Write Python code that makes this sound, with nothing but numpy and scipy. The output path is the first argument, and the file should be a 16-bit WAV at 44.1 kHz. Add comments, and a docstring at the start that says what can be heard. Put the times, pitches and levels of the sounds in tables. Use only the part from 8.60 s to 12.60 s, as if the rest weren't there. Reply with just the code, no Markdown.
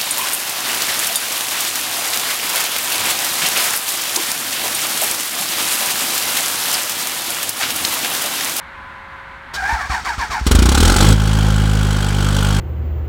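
"""A fuel pump whirs, heard outdoors beside the rear bumper of a cold diesel pickup.
The starter's pinion clacks in, and its gear whine falls in pitch as each compression stroke loads it.
The engine catches with hard combustion knocks that ring the block, runs up and settles to a fast idle:
pressure pulses from the tailpipe under a lighter clatter, scattered between ground and chassis."""
import sys
import numpy as np
from scipy import signal
from scipy.fft import rfft, irfft
from scipy.io import wavfile

SR = 44100
rng = np.random.default_rng(int(sys.argv[2]) if len(sys.argv) > 2 else 0)


def digitize_waveform(pressure):
    """Quantize a signal to 16-bit integers and store it at the path in sys.argv[1].

    Rows of a 2-D input are taken as channels; values are limited to [-1, 1].
    """
    field = np.atleast_2d(pressure).T
    bounded = np.clip(field, -1, 1)
    quanta = np.round(bounded * 32767).astype(np.int16)
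    wavfile.write(sys.argv[1], SR, quanta)


N = 176400
T = np.arange(N) / SR

# Levels in the tables are relative; each source applies its own gain.
# first hard firings (time [s], knock level [dB], exhaust level [dB])
HARD_FIRINGS = [(1.865, -8.5, -4.5), (1.911, -4.5, -0.5), (1.949, -6.5, 2), (1.987, -10.5, -1),
                (2.021, -8, -1), (2.055, -8.5, -1), (2.087, -9.5, -2), (2.116, -8.5, -4.5),
                (2.145, -7.5, -4.5), (2.174, -6, -3.5), (2.201, -8, -2.5), (2.226, -6.5, -0.5),
                (2.25, -5, -3.5), (2.274, -7.5, -3), (2.296, -7.5, -5), (2.318, -10.5, -5.5),
                (2.339, -11.5, -13), (2.361, -6.5, -3), (2.383, -9.5, -4), (2.404, -6.5, -1),
                (2.424, -8.5, 0.5), (2.444, -10, -0.5), (2.464, -10, 0), (2.483, -10, 3), (2.502, -11.5, 2),
                (2.521, -13.5, 1.5), (2.54, -28, -1)]
# effort at idle (time [s], knock level [dB], exhaust level [dB])
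IDLE_LEVELS = [(2.56, -25.5, -3.5), (2.65, -21, -4), (2.87, -21.5, -3), (3.12, -23, -4), (3.301, -22, -5),
               (3.431, -22.5, -7), (3.6, -20.5, -5), (3.82, -18, -4.5), (4.0, -20.5, -4)]
# idle speed (time [s], firing rate [Hz])
IDLE_SPEED = [(2.559, 52.7), (2.73, 52.65), (2.85, 52.1), (3.08, 52.4), (3.2, 51.95), (3.31, 51.3),
              (3.43, 50.05), (3.55, 49.75), (3.8, 49.7), (3.92, 50.6)]
# imbalance of the six cylinders (knock offset [dB])
CYLINDERS_DB = [.6, .2, -.3, 0, -.6, .1]
# knock spectrum during the run-up (frequency [Hz], level [dB])
HARD_KNOCK = [(180, -34), (300, 12), (667, -15.5), (814, 2), (1030, -29), (1360, -4.5), (1810, -27),
              (2000, -14), (2570, -29), (3130, -12.5), (4750, -17), (6740, -16.5), (9390, -20),
              (10400, -26), (16000, -32.5)]
# knock spectrum at idle (frequency [Hz], level [dB])
SOFT_KNOCK = [(180, -33), (300, -7), (425, -4), (494, -3), (667, -6), (828, 10), (900, -22), (1480, 6),
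              (1900, -39), (2000, -22), (2170, -24), (3190, -4), (3640, -16), (7200, -14), (16000, -32)]
# resonances of the engine block (frequency [Hz], bandwidth [Hz], level [dB])
BLOCK_MODES = [(359, 40, -9), (520, 70, -7), (840, 36, -6), (1080, 110, -10), (1365, 50, -6),
               (1465, 70, -2.5), (1620, 70, -7), (2045, 34, -15), (2307, 25, -14), (2495, 60, -14),
               (3075, 60, -9), (3320, 50, -10), (3465, 35, -13), (4520, 60, -14)]
# strength of the block's ringing (time [s], level [dB])
RINGING = [(1.86, -2), (2.15, -1), (2.24, 2), (2.4, 4), (2.5, 4), (2.58, 0), (3.3, 0), (4.0, 1.5)]
# clatter scattered between ground and chassis (frequency [Hz], level [dB])
SCATTER = [(150, 0), (350, 1), (500, -2), (650, -8), (900, -4), (1550, -4), (1850, -13), (3200, -9),
           (6000, -16), (9500, -22), (10500, -30), (16000, -35)]
# tailpipe response under load (frequency [Hz], level [dB])
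LOADED_PIPE = [(20, -41.5), (38, 4.5), (55, 9.5), (80, 7), (120, -12.5), (165, -9), (230, -3.5),
               (330, -12.5), (480, -23), (800, -51), (2000, -53)]
# tailpipe response at idle (frequency [Hz], level [dB])
IDLE_PIPE = [(20, -22), (38, -4), (52, 1.7), (104, .7), (156, -3.7), (208, -8), (260, -16.5), (315, -25),
             (420, -32), (520, -27), (660, -35), (840, -32), (1000, -42), (2000, -59.5)]
# tailpipe response while cranking (frequency [Hz], level [dB])
CRANKING_PIPE = [(20, -16), (45, 5.5), (62, 11.5), (85, -2), (130, -9), (250, -15), (500, -34), (2000, -62)]
# unfired puffs (time [s], level [dB])
PUFFS = [(0.99, -27), (1.126, -13), (1.298, -13), (1.435, -24), (1.58, -15), (1.695, -20), (1.813, -11)]
# gas rushing out with each loaded pulse (frequency [Hz], level [dB])
BLAST = [(60, -12), (105, 4), (160, -4), (240, 0), (330, -2), (450, -16), (650, -28), (1500, -46)]
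# pinion striking the ring gear (frequency [Hz], level [dB])
CLACK = [(100, -3), (500, -6.5), (800, 1), (1700, 0.5), (2600, -9), (4300, -1.5), (7000, -11.5),
         (10000, -17.5), (16000, -28)]
# starter's first spin (time [s], mesh frequency [Hz], level [dB])
SPIN = [(0.93, 620, -47), (0.975, 830, -25), (1.02, 740, -25), (1.07, 840, -20), (1.1, 895, -16.5),
        (1.135, 895, -16.5), (1.182, 680, -25), (1.218, 567, -18.5), (1.25, 559.4, -27),
        (1.285, 599.6, -34)]
# compression strokes (time [s], duration [s], first mesh [Hz], last mesh [Hz], level [dB])
STROKES = [(1.294, .115, 1330, 630, -18.5), (1.443, .11, 1370, 600, -19.5), (1.578, .095, 1340, 600, -19.5),
           (1.699, .105, 1350, 610, -18.5)]
# gear mesh harmonics, from the fundamental up (level [dB])
MESH_HARMONICS_DB = [0.5, -3, -4, -8]
# starter housing response (frequency [Hz], level [dB])
HOUSING = [(300, -33), (620, -26), (740, -9), (890, 3.5), (1100, -3.5), (1350, 0.5), (1680, 4),
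           (1950, -10.5), (2300, -7), (2600, -22.5), (5000, -22)]
# grinding of the gears (frequency [Hz], level [dB])
GRIND = [(200, -14.5), (580, -23), (750, 4.5), (1200, -5.5), (1650, 3.5), (2000, -6.5), (2350, -2),
         (2650, -19.5), (5000, -20), (15000, -36)]
# rattle of the turning engine (frequency [Hz], level [dB])
RATTLE = [(100, -2), (400, -2), (1500, -5), (3000, -1.5), (3700, -4), (4400, 2), (5000, -6), (5600, -1.5),
          (6500, -6.5), (9500, -14), (10500, -23), (16000, -27)]
# fuel pump whir (frequency [Hz], level [dB])
PUMP = [(25, -11), (40, -10), (62, -1), (110, -11), (240, -13), (480, -21), (700, -15), (940, -5),
        (1200, -8), (1540, -4), (1850, -9), (2150, -9), (2400, -16), (2900, -21), (3300, -22), (4200, -27),
        (5200, -38), (9000, -44), (15000, -54)]
# electric whines (start [s], end [s], frequency [Hz], level [dB], fade [dB/s])
WHINES = [(-0.02, 0.88, 544.5, -53.5, -4), (0.155, 0.8, 1013, -40.5, 12)]

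ENGAGE_S, LAST_TAKE_UP_S, CATCH_S = 0.935, 1.848, HARD_FIRINGS[0][0]
UNLOAD_S, UNLOAD_SPAN_S = 2.38, .11  # middle and length of the change from load to idle
FIRING_JITTER_S, KNOCK_SPREAD_DB, EXHAUST_SPREAD_DB = .00014, .8, .1
BLOCK_DB, BLOCK_LEAD_S, SCATTER_DB = -15, .0011, -14.5
EXHAUST_DB, BLAST_DB, CRANK_AIR_DB = 41.5, -25, -38
MUFFLER_TURN_HZ, IDLE_PULSE_LEAD_S = 110, .003
MESH_WOBBLE, MESH_DB, GRIND_DB, CLACK_DB = .021, 1, -5.5, -23.5
RATTLE_DB, TAKE_UP_DB, LOADED_RATTLE_DB = -39, -35.5, -26
PUMP_DB, KNOCK_LOW_HZ, CUTOFF_HZ = -36, 1800, 16200


def firings():
    """Quasi-periodic combustion: times and levels of the run-up, then of six cylinders idling in turn."""
    s, knock_db, exhaust_db = np.transpose(IDLE_LEVELS)
    t = T[T >= IDLE_SPEED[0][0]]
    count = np.cumsum(np.interp(t, *np.transpose(IDLE_SPEED))) / SR
    k = np.arange(int(count[-1]) + 1)
    jitter, knock_chance, exhaust_chance = rng.standard_normal((400, 3))[k].T
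    times = np.interp(k, count, t) + FIRING_JITTER_S * jitter
    knock = np.interp(times, s, knock_db) + np.resize(CYLINDERS_DB, len(k))
    knock += KNOCK_SPREAD_DB * knock_chance
    pulse = np.interp(times, s, exhaust_db) + EXHAUST_SPREAD_DB * exhaust_chance
    return np.vstack([HARD_FIRINGS, np.transpose([times, knock, pulse])]).T


def knocks(times, db):
    """Impulsive excitation: each combustion radiates a gritty burst, hard at first and softer at idle."""
    hard = np.arange(len(times)) < len(HARD_FIRINGS)
    run_up = bursts(times[hard], from_db(db[hard] - 7), attack=.004, hold=.003, decay=.0055)
    idle = bursts(times[~hard], from_db(db[~hard] - 4), attack=.0018, hold=.0045, decay=.0038)
    high_pass = signal.butter(1, KNOCK_LOW_HZ, "high", fs=SR, output="sos")
    out = np.zeros(N)
    for envelope, spectrum in ((run_up, HARD_KNOCK), (idle, SOFT_KNOCK)):
        grit = rng.standard_normal(N) * from_db(3 * drift(540))
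        out += envelope * rms_one(signal.sosfilt(high_pass, colour(grit, spectrum)))
    return underbody(out)


def block_ringing(times, db):
    """Modal resonance: each blow excites the damped modes of the engine block."""
    blow_db = BLOCK_DB + np.interp(times, *np.transpose(RINGING)) + .56 * db
    blows = bursts(times - BLOCK_LEAD_S, from_db(blow_db), attack=.00056, hold=.001, decay=.0038)
    out = np.zeros(N)
    for hz, width, level_db in BLOCK_MODES:
        r = np.exp(-np.pi * width / SR)
        poles = [1, -2 * r * np.cos(2 * np.pi * hz / SR), r * r]
        mode = signal.lfilter([1, 0, -1], poles, blows * rng.standard_normal(N))
        out += from_db(level_db) * np.sqrt((1 - r * r) / 2) * mode
    return out


def exhaust(times, db):
    """Source and filter: the pipe shapes pressure pulses, soft cranking, hard loaded, round at idle."""
    puff_s, puff_db = np.transpose(PUFFS)
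    cranking = colour(clicks(puff_s, from_db(puff_db)), CRANKING_PIPE)
    idling = np.clip((times - UNLOAD_S) / UNLOAD_SPAN_S + .5, 0, 1)
    loaded = colour(clicks(times, from_db(db) * (1 - idling)), LOADED_PIPE)
    idle = colour(clicks(times - IDLE_PULSE_LEAD_S, from_db(db) * idling), IDLE_PIPE)
    r = np.exp(-2 * np.pi * MUFFLER_TURN_HZ / SR)
    idle = signal.lfilter([-r, 1], [1, -r], idle)  # all-pass: the muffler delays the lows
    hard = slice(len(HARD_FIRINGS))
    outflow = bursts(times[hard], from_db(BLAST_DB + db[hard]), attack=.003, hold=.005, decay=.028)
    blast = outflow * noise(BLAST)
    pumped_air = from_db(CRANK_AIR_DB) * gate(ENGAGE_S, CATCH_S, ramp=.05) * noise(CRANKING_PIPE)
    return from_db(EXHAUST_DB) * (cranking + loaded + idle) + blast + pumped_air


def starter():
    """Mechanical loading: each compression slows the motor, so its whine swells and falls in pitch."""
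    s, hz, db = np.transpose(SPIN)
    mesh_hz = np.interp(T, s, hz)
    load = from_db(np.interp(T, s, db)) * gate(s[0], s[-1])
    for start, length, first_hz, last_hz, level_db in STROKES:
        progress = np.clip((T - start) / length, 0, 1)
        glide_hz = first_hz * (last_hz / first_hz) ** (progress ** .92)
        mesh_hz = np.where(T >= start, glide_hz, mesh_hz)
        swell_db = np.interp(progress, [0, .42, 1], [-3, 0, -11])
        load += from_db(level_db + swell_db) * gate(start, start + length, ramp=.012)
    return gears(mesh_hz, load) + clack_and_rattle(load)


def gears(mesh_hz, load):
    """Periodic tooth contact: mesh harmonics, filtered by the housing, sound over grinding noise."""
    phase = 2 * np.pi * np.cumsum(mesh_hz * (1 + MESH_WOBBLE * drift(89))) / SR
    teeth = sum(from_db(db + 2.24 * drift(48)) * np.sin(order * phase)
                for order, db in enumerate(MESH_HARMONICS_DB, 1))
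    whine = colour(underbody(teeth * load, share=.45, decay=.018, low_hz=300), HOUSING)
    grinding = from_db(GRIND_DB + 1.8 * drift(80)) * load * noise(GRIND)
    return from_db(MESH_DB) * whine + grinding


def clack_and_rattle(load):
    """Impact noise: the pinion hits the ring gear, and the engine rattles as the gears take up load."""
    take_ups = [row[0] for row in STROKES] + [LAST_TAKE_UP_S]
    shaking = from_db(RATTLE_DB) * gate(ENGAGE_S, CATCH_S) + from_db(LOADED_RATTLE_DB) * load
    shaking += bursts(take_ups, from_db(TAKE_UP_DB), attack=.014, hold=.012, decay=.035)
    clack = bursts([ENGAGE_S], from_db(CLACK_DB), attack=.0038, hold=.019, decay=.014) * noise(CLACK)
    flicker = from_db(1.7 * drift(130))
    return underbody(flicker * (shaking * noise(RATTLE) + clack))


def fuel_pump():
    """Broadband and tonal noise: a steady whir, with thin electric whines before the start."""
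    out = from_db(PUMP_DB + .5 * drift(5.8)) * noise(PUMP)
    for start, end, hz, db, fade in WHINES:
        phase = 2 * np.pi * np.cumsum(hz * (1 + .001 * drift(10))) / SR
        out += np.sqrt(2) * from_db(db - fade * (T - start)) * gate(start, end) * np.sin(phase)
    return out


def scattered_clatter(times, db):
    """Diffuse scattering: each knock leaves a noisy tail between ground and chassis."""
    tails = bursts(times, from_db(SCATTER_DB + .62 * db), attack=.0033, hold=.004, decay=.027)
    return tails * noise(SCATTER)


def underbody(x, share=.25, decay=.007, low_hz=2400):
    """Multiple reflection: ground and chassis return a short cloud of echoes above low_hz."""
    t = T[:SR // 8]
    high_pass = signal.butter(2, low_hz, "high", fs=SR, output="sos")
    cloud = signal.sosfilt(high_pass, rng.standard_normal(len(t))) * np.exp(-t / decay)
    echoes = signal.oaconvolve(x, cloud / np.linalg.norm(cloud))[:N]
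    return np.sqrt(1 - share) * x + np.sqrt(share) * echoes


def from_db(db):
    """Logarithmic level to amplitude ratio."""
    return 10 ** (np.asarray(db) / 20)


def rms_one(x):
    """Normalisation to unit power."""
    return x / np.sqrt(np.mean(x ** 2) + 1e-20)


def colour(x, spectrum):
    """Minimum-phase filtering: folding the cepstrum makes the given response causal."""
    size = 16384
    hz, db = np.transpose(spectrum)
    grid = np.maximum(np.arange(size // 2 + 1) * SR / size, 1)
    gain = from_db(np.interp(np.log(grid), np.log(hz), db)) * np.minimum(grid / hz[0], 1) ** 2
    cepstrum = irfft(np.log(gain), size)
    cepstrum[1:size // 2] *= 2
    cepstrum[size // 2 + 1:] = 0
    return signal.oaconvolve(x, irfft(np.exp(rfft(cepstrum)))[:size // 2])[:N]


def drift(rate_hz):
    """Random modulation: low-passed noise of rms 1."""
    step, run_in = 8, 2000
    r = np.exp(-2 * np.pi * rate_hz * step / SR)
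    slow = signal.lfilter([1], [1, -2 * r, r * r], rng.standard_normal(N // step + run_in + 2))[run_in:]
    return np.interp(np.arange(N) / step, np.arange(len(slow)), rms_one(slow))


def noise(spectrum):
    """Spectral shaping: coloured noise of rms 1."""
    return rms_one(colour(rng.standard_normal(N), spectrum))


def clicks(times, gains):
    """Impulse train: one click at each time."""
    out = np.zeros(N)
    np.add.at(out, np.clip(np.round(np.asarray(times) * SR).astype(int), 0, N - 1), gains)
    return out


def bursts(times, gains, attack, hold, decay):
    """Incoherent addition: envelopes that rise, hold and decay (in seconds) sum in power."""
    t = T[:SR // 4]
    shape = np.minimum(t / attack, 1) * np.exp(-np.maximum(t - attack - hold, 0) / decay)
    power = np.zeros(N + SR)
    for start, gain in zip(times, np.broadcast_to(gains, len(times))):
        i = int(start * SR)
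        power[i:i + len(t)] += (gain * shape) ** 2
    return np.sqrt(power[:N])


def gate(start, end, ramp=.01):
    """Time window with linear ramps."""
    return np.clip((T - start) / ramp, 0, 1) * np.clip((end - T) / ramp + 1, 0, 1)


def scene():
    """Superposition: pump, starter and engine add in mono."""
    times, knock_db, exhaust_db = firings()
    mix = fuel_pump() + starter() + exhaust(times, exhaust_db)
    mix += knocks(times, knock_db) + block_ringing(times, knock_db) + scattered_clatter(times, knock_db)
    return mix[None]


def record(dry):
    """Soft saturation rounds the highest peaks, and a low-pass filter cuts the top."""
    rounded = dry / (1 + dry ** 8) ** (1 / 8)
    return signal.sosfilt(signal.ellip(10, .1, 80, CUTOFF_HZ, fs=SR, output="sos"), rounded)


dry = scene()
out = record(dry)
digitize_waveform(out)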